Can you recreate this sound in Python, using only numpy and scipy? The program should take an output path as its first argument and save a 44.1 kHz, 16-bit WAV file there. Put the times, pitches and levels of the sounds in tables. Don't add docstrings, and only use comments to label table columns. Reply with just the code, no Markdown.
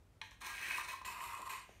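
import sys
import numpy as np
from scipy import signal
from scipy.fft import rfft, irfft, next_fast_len
from scipy.io import wavfile
from scipy.ndimage import uniform_filter1d

SR = 44100
rng = np.random.default_rng(int(sys.argv[2]) if len(sys.argv) > 2 else 0)


def elevation(decibels):
    levels = np.asarray(decibels, float)
    return 10 ** (levels / 20)


def file_out(sig):
    cols = np.atleast_2d(sig).T
    lim = np.clip(cols, -1, 1)
    pcm = np.round(lim * 32767).astype(np.int16)
    wavfile.write(sys.argv[1], SR, pcm)


N = 79380

# pitch_hz, width_hz, level_db
BENCH_TONES = [(206, 60, -3), (371.5, 58, 4.5), (543, 164, -2.5), (733, 170, 2.5)]


def evened(x):
    return x / np.sqrt(np.mean(x ** 2) + 1e-20)


def read(points, hz):
    f, value = np.transpose(points)
    return np.interp(np.log(hz + 1), np.log(f + 1), value)


def body(x, tones):
    size = next_fast_len(len(x) + 8192)
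    hz = np.fft.rfftfreq(size, 1 / SR)
    response = 0
    for k, (pitch_hz, width_hz, level_db) in enumerate(tones):
        sign = (-1) ** k
        response = response + sign * elevation(level_db) / (1 + 1j * (hz - pitch_hz) / width_hz) ** 2
    response = response / np.sqrt(np.mean(abs(response) ** 2))
    return irfft(rfft(x, size) * response, size)[:len(x)]


def air():
    # pitch_hz, level_db per hz
    wash_shape = [(25, -40), (45, 4.5), (96, -5.5), (300, -14.5), (1270, -23.5), (4000, -34), (9000, -37.5),
                  (15600, -42.5)]
    # pitch_hz, width_hz, level_db
    hums = [(55.3, 3.7, -76.5), (90.6, 17, -71)]
    hz = np.fft.rfftfreq(N, 1 / SR)
    shaped = rfft(rng.standard_normal(N)) * elevation(read(wash_shape, hz))
    out = elevation(-67) * evened(irfft(shaped, N))
    for pitch_hz, width_hz, level_db in hums:
        out += elevation(level_db) * body(rng.standard_normal(N), [(pitch_hz, width_hz, 0)])
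    return out


def shop_echo(x):
    # pitch_hz, decay_s
    decay = [(400, 0.37), (1300, 0.39), (3500, 0.45), (9000, 0.32)]
    taps = np.zeros(SR)
    at = np.arange(300, SR - 20, 20)
    taps[at + rng.integers(0, 20, len(at))] = rng.choice([-1., 1.], len(at))
    hz, t, z = signal.stft(taps, SR, nperseg=256)
    fade = elevation(-60 * t / read(decay, hz)[:, None])
    tail = signal.istft(z * fade, SR, nperseg=256)[1]
    return elevation(-5.5) * signal.fftconvolve(x, tail / np.linalg.norm(tail))[:N]


def swells(moves, tones):
    t = np.arange(N) / SR
    strength = np.zeros(N)
    for start_s, length_s, level_db in moves:
        progress = np.clip((t - start_s) / length_s, 0, 1)
        strength += elevation(level_db) * np.sin(np.pi * progress ** 0.75)
    return body(strength * rng.standard_normal(N), tones)


def sleeve():
    # start_s, length_s, level_db
    moves = [
        (.22, 0.079, -65.5),
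        (.311, 0.049, -68),
        (1.6, 0.26, -69.5),
    ]
    # pitch_hz, width_hz, level_db
    cloth = [(2300, 1000, 5), (4100, 1300, -17), (6300, 600, 0), (8650, 350, -3.5), (10300, 1000, -12.5),
             (13400, 1800, -13.5)]
    return swells(moves, cloth)


def holder_thuds():
    # start_s, length_s, level_db
    shifts = [
        (.213, 0.011, -65),
        (1.012, 0.0068, -61),
        (1.385, 0.035, -56),
        (1.688, 0.008, -57.5),
    ]
    return swells(shifts, BENCH_TONES)


def contacts(hits, edge_tones):
    # pitch_hz, width_hz, level_db
    struck_blade = [(830, 84, -1), (1010, 50, 15), (1710, 79, 12), (1864, 50, -2.5), (2230, 250, 8),
                    (2510, 130, 8), (2760, 360, -10.5), (3150, 250, 7), (3550, 100, -4), (3760, 190, 3),
                    (4230, 230, 1)]
    # pitch_hz, width_hz, level_db
    struck_holder = [(880, 45, -10), (1030, 30, 0), (1150, 70, -9)]
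    drive, u = np.zeros((3, N)), np.arange(400) / SR
    for start_s, *level_db in hits:
        drive[:, round(start_s * SR)] = elevation(np.array(level_db) + 21.0)
    scuff_fade = 0.12 * np.exp(-u / 0.0025)
    scuff = signal.oaconvolve(drive[0], scuff_fade)[:N] * rng.standard_normal(N)
    return body(scuff, edge_tones) + body(drive[1], struck_blade) + body(drive[2], struck_holder)


def singing_blade(start_s):
    # (time to fall by 60 dB, held to 0.45 s at most)
    partials = [(886, -75, 0.26), (970, -60, 0.5), (1610, -60, 0.78), (1686, -65, 0.62), (1852, -58, 0.61),
                (1880, -65, 0.56), (2353, -73, 0.44), (2208, -79, 0.29), (3100, -83, .4), (3957, -69, 0.35),
                (4102, -76, .24)]
    t = np.maximum(np.arange(N) / SR - start_s, 0)
    out = np.zeros(N)
    for pitch_hz, level_db, decay_s in partials:
        fade = elevation(level_db - 60 * t / min(decay_s, 0.45))
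        out += fade * np.sin(2 * np.pi * pitch_hz * t)
    return out * np.minimum(t / 0.018, 1)


def blade_knocks():
    # start_s, edge_db, blade_db, holder_db
    hits = [(0.2144, -58.5, -39.5, -50), (0.2159, -64, -40, -49.5), (.2176, -64, -47, -70),
            (.2192, -74, -60, -52.5), (0.2213, -77, -53, -53.5), (.2236, -72, -58, -81),
            (0.31, -63, -62.5, -71), (.3155, -66.5, -55, -72), (.319, -77, -70, -58),
            (.9305, -77, -56, -52), (1.0185, -62, -57, -57.5), (1.0335, -78, -71, -61)]
    # pitch_hz, width_hz, level_db
    tick = [(5580, 870, -3), (5800, 300, 8.5), (7240, 1150, -6), (9650, 340, -4.5), (11600, 590, -21),
            (13400, 1500, -20)]
    # start_s, edge_db, blade_db, holder_db
    flat_hits = [
        (.3105, -69, -70, -70),
        (1.0135, -69, -62, -43),
        (1.0475, -68, -48, -52),
        (1.4921, -61, -54, -48),
    ]
    # pitch_hz, width_hz, level_db
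    click = [(4500, 1500, -2), (7500, 1500, -2), (11300, 1200, 2), (14300, 1500, 0)]
    return contacts(hits, tick) + contacts(flat_hits, click) + singing_blade(hits[0][0])


def grit(n):
    per_s, spread_db = 16000, 1.2
    size = elevation(spread_db * np.minimum(rng.exponential(1, n), 5))
    met = rng.random(n) < per_s / SR
    return evened(rng.standard_normal(n) * size * met)


def wander(x):
    depth_db, patch_s = 2.5, 0.08
    hz, t, z = signal.stft(x, SR, nperseg=1024, noverlap=768)
    patch = rng.standard_normal(z.shape[::-1]).T
    patch = uniform_filter1d(patch, size=3, axis=0)
    patch = evened(uniform_filter1d(patch, max(round(patch_s * SR / 256), 1), axis=1))
    return signal.istft(z * elevation(depth_db * patch - 2), SR, nperseg=1024, noverlap=768)[1][:len(x)]


def judder():
    depth_db, fastest_hz = 0.93, 72
    tremble = signal.lfilter(*signal.butter(1, fastest_hz, fs=SR), rng.standard_normal(N))
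    return evened(elevation(depth_db * evened(tremble)))


def snags():
    # edge_db, blade_db,
    # holder_db
    grains = [(0.4163, 6, 7, -1), (0.446, 5, 5, 5), (.465, 6, 4, 6), (0.468, 2, 2, -2), (.488, 0, 4, -27),
              (0.535, -5, 4.5, -1), (0.562, -1, -2, -2), (0.577, -1, 5, 10), (.613, 1, -1, 8),
              (.633, -2, -1, -2), (.666, 0.5, -1, -1), (0.683, 7, -1, -9), (.706, 6.5, 9.5, 13),
              (0.716, 5, -5.5, 7), (0.732, -1, -2, -6), (.753, 1, -3, -7), (0.773, 4, 4, 6),
              (0.779, 8, -8, 11), (0.808, 1.5, 4, 2), (.846, 10, 9, 9.5), (0.886, 7.5, -0.5, -2),
              (.901, -2, -2, -7), (0.929, 4.5, 6, 7), (0.941, -14, 5, -25), (1.059, 3.5, -6, -3),
              (1.075, 6.5, 5.5, 10), (1.119, 3, 4.5, 9), (1.125, 6, 6, 3), (1.152, 2, -10, -5),
              (1.194, -6, 0, 1), (1.204, -1, 15.5, 3), (1.217, 4, -4, 3), (1.2375, 8, 3, 2),
              (1.246, 2, 8, 3), (1.298, -7, -6, 11), (1.313, 1, 6, 8.5), (1.331, 5, 7, 10),
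              (1.348, 7, 9.5, 2), (1.367, 0, 9, 2.5), (1.375, 7, 7, -5), (1.417, 12, 4, 5),
              (1.464, 1, -0.5, 0.5), (1.475, 9, 7.5, 2.5), (1.515, 3.5, 2, -12), (1.533, 3.5, 3, 9),
              (1.577, -6, 5, 0), (1.605, -13, 0, -2), (1.645, 3, 13, -3)]
    steady_db = [0.3, 0.23, -2.2]
    peak_s = 0.0015
    db, u = np.zeros((3, N)), np.arange(1000) / SR / peak_s
    for start_s, *lift_db in grains:
        db[:, round(start_s * SR)] = lift_db
    pulse = u * np.exp(1 - u)
    lift = signal.oaconvolve(db, pulse[None])[:, :N]
    return elevation(lift + np.array(steady_db)[:, None])


def stroke(path, bite_s, bench_db, edge, blade, holder, sheen):
    # pitch_hz, width_hz, level_db
    heel_blade = [(1617, 40, 1), (1910, 100, -3), (2147, 61, -9.5), (2325, 90, -2.5), (2504, 65, -3),
                  (2890, 440, -13)]
    heel_leaves_s, heel_slide_s, ring_out_s = 0.528, 0.11, 0.1
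    s, level_db, blade_db, holder_db, sheen_db = np.transpose(path)
    span = slice(round((s[0] - ring_out_s) * SR), round((s[-1] + ring_out_s) * SR))
    t = (np.arange(N) / SR)[span]
    landing = np.clip((t - s[0]) / bite_s + 1, 0, 1)
    drive = elevation(np.interp(t, s, level_db)) * landing * (t < s[-1]) * judder()[span]
    on_edge, on_blade, on_holder = snags()[:, span]
    slid = np.pi / 2 * np.clip((t - heel_leaves_s) / heel_slide_s, 0, 1)
    ring = elevation(np.interp(t, s, blade_db)) * on_blade
    parts = [
        (on_edge, edge),
        (elevation(bench_db), BENCH_TONES),
        (ring * np.cos(slid), heel_blade),
        (ring * np.sin(slid), blade),
        (elevation(np.interp(t, s, sheen_db)) * on_edge, sheen),
    ]
    out = np.zeros(N)
    for share, tones in parts:
        out[span] += body(wander(grit(len(t))) * drive * share, tones)
    holder_share = elevation(np.interp(t, s, holder_db)) * on_holder
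    out[span] += body(grit(len(t)) * drive * holder_share, holder)
    return out


def sharpening():
    # blade_db, holder_db, sheen_db
    pushes = [
        [(0.412, -57.5, 4.2, 4, -10), (0.432, -58.5, 8.8, 8, -9), (0.468, -51.5, 3.6, 0, -9),
         (0.496, -54.5, 6.7, 4.5, -7), (0.546, -58.5, 7.6, -2, -7), (0.668, -53.5, 11, -2, -7.5),
         (0.812, -53, 9.4, 3.5, -8), (0.826, -56.5, 4.3, -1, -14), (0.872, -61, 5, 6, -10)],
        [(0.879, -54.5, 8, 5.5, -8), (0.897, -54, 10.5, -1, -9), (0.936, -57.5, 2.7, 10.5, -6),
         (1.0, -70, 10, -10, -17)],
    ]
    pulls = [
        [(1.052, -53, 8.5, 3.8, -1), (1.084, -56, 4.8, 3.5, -4.5), (1.172, -62, 7.8, 14.1, -5),
         (1.232, -57.5, 2.6, 10.3, -1.5), (1.304, -59.5, 7.2, 9.1, -4), (1.358, -61.5, 2, 15.8, -7.5),
         (1.446, -68.5, 8.7, 13.9, -2), (1.468, -56.5, 3.9, 15, -9), (1.487, -70.5, 3.4, 17, -2)],
        [(1.495, -53, 5.7, 6.5, -3), (1.559, -58, 3.7, 10.6, -5.5), (1.61, -62.5, 5, 5.8, -15),
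         (1.66, -88, 10, 4.1, -21)],
    ]
    bites = [.009, .006, .0048, .0035]
    bench_db = [-10.5, -9.5, -8, -10.5]
    # pitch_hz, width_hz, level_db
    blade_push = [(1654, 113, 0), (1792, 19, -1.5), (1917, 122, 3), (2250, 67, 2), (2400, 68, -1.5),
                  (2533, 51, 4), (2830, 290, -6)]
    blade_pull = [(1595, 80, -1), (1910, 134, -2), (2097, 110, -1.5), (2394, 97, -1), (2557, 68, 4),
                  (2896, 170, -3)]
    # pitch_hz, width_hz, level_db
    edge_push = [(3380, 300, -6), (4036, 365, 1.5), (5400, 550, -5.5), (6310, 540, -3.5),
                 (7560, 1100, -9.5), (9080, 770, -4), (9970, 330, -10)]
    edge_pull = [(3200, 740, -5.5), (4170, 630, -1.5), (4585, 410, -2), (5410, 470, -4), (6600, 540, -8),
                 (7320, 310, 0.5), (8250, 420, -1), (10000, 1600, -9.5)]
    # pitch_hz, width_hz, level_db
    sheen_push = [(11100, 1100, -0.5), (12180, 410, 2), (13100, 900, 1.5), (15600, 610, -0.5)]
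    sheen_pull = [(10890, 320, 4.5), (11630, 440, 6.5), (13300, 1000, -4), (15000, 660, 0)]
    # pitch_hz, width_hz, level_db
    holder_heel = [(744, 56, -15), (876, 56, -6.5), (1005, 81, 1), (1052, 65, 4.5), (1196, 45, 0),
                   (1370, 100, -4)]
    holder = [(894, 67, -12.5), (935, 52, -1.5), (994, 58, -1), (1040, 40, 3), (1109, 34, -4),
              (1135, 28, -0.5), (1225, 138, -8)]
    out = stroke(pushes[0], bites[0], bench_db[0], edge_push, blade_push, holder_heel, sheen_push)
    out += stroke(pushes[1], bites[1], bench_db[1], edge_push, blade_push, holder, sheen_push)
    for path, bite_s, level_db in zip(pulls, bites[2:], bench_db[2:]):
        out += stroke(path, bite_s, level_db, edge_pull, blade_pull, holder, sheen_pull)
    return out


def scene():
    knife = sharpening() + blade_knocks() + holder_thuds() + sleeve()
    return (knife + shop_echo(knife) + air())[None]


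def band_limit(x):
    return signal.sosfilt(signal.butter(12, 15710, fs=SR, output="sos"), x)


def record(dry):
    lowpass = signal.firwin(511, 15700, window=("kaiser", 9), fs=SR)
    limited = signal.oaconvolve(dry, lowpass[None], "same")
    return band_limit(limited)


dry = scene()
out = record(dry)
file_out(out)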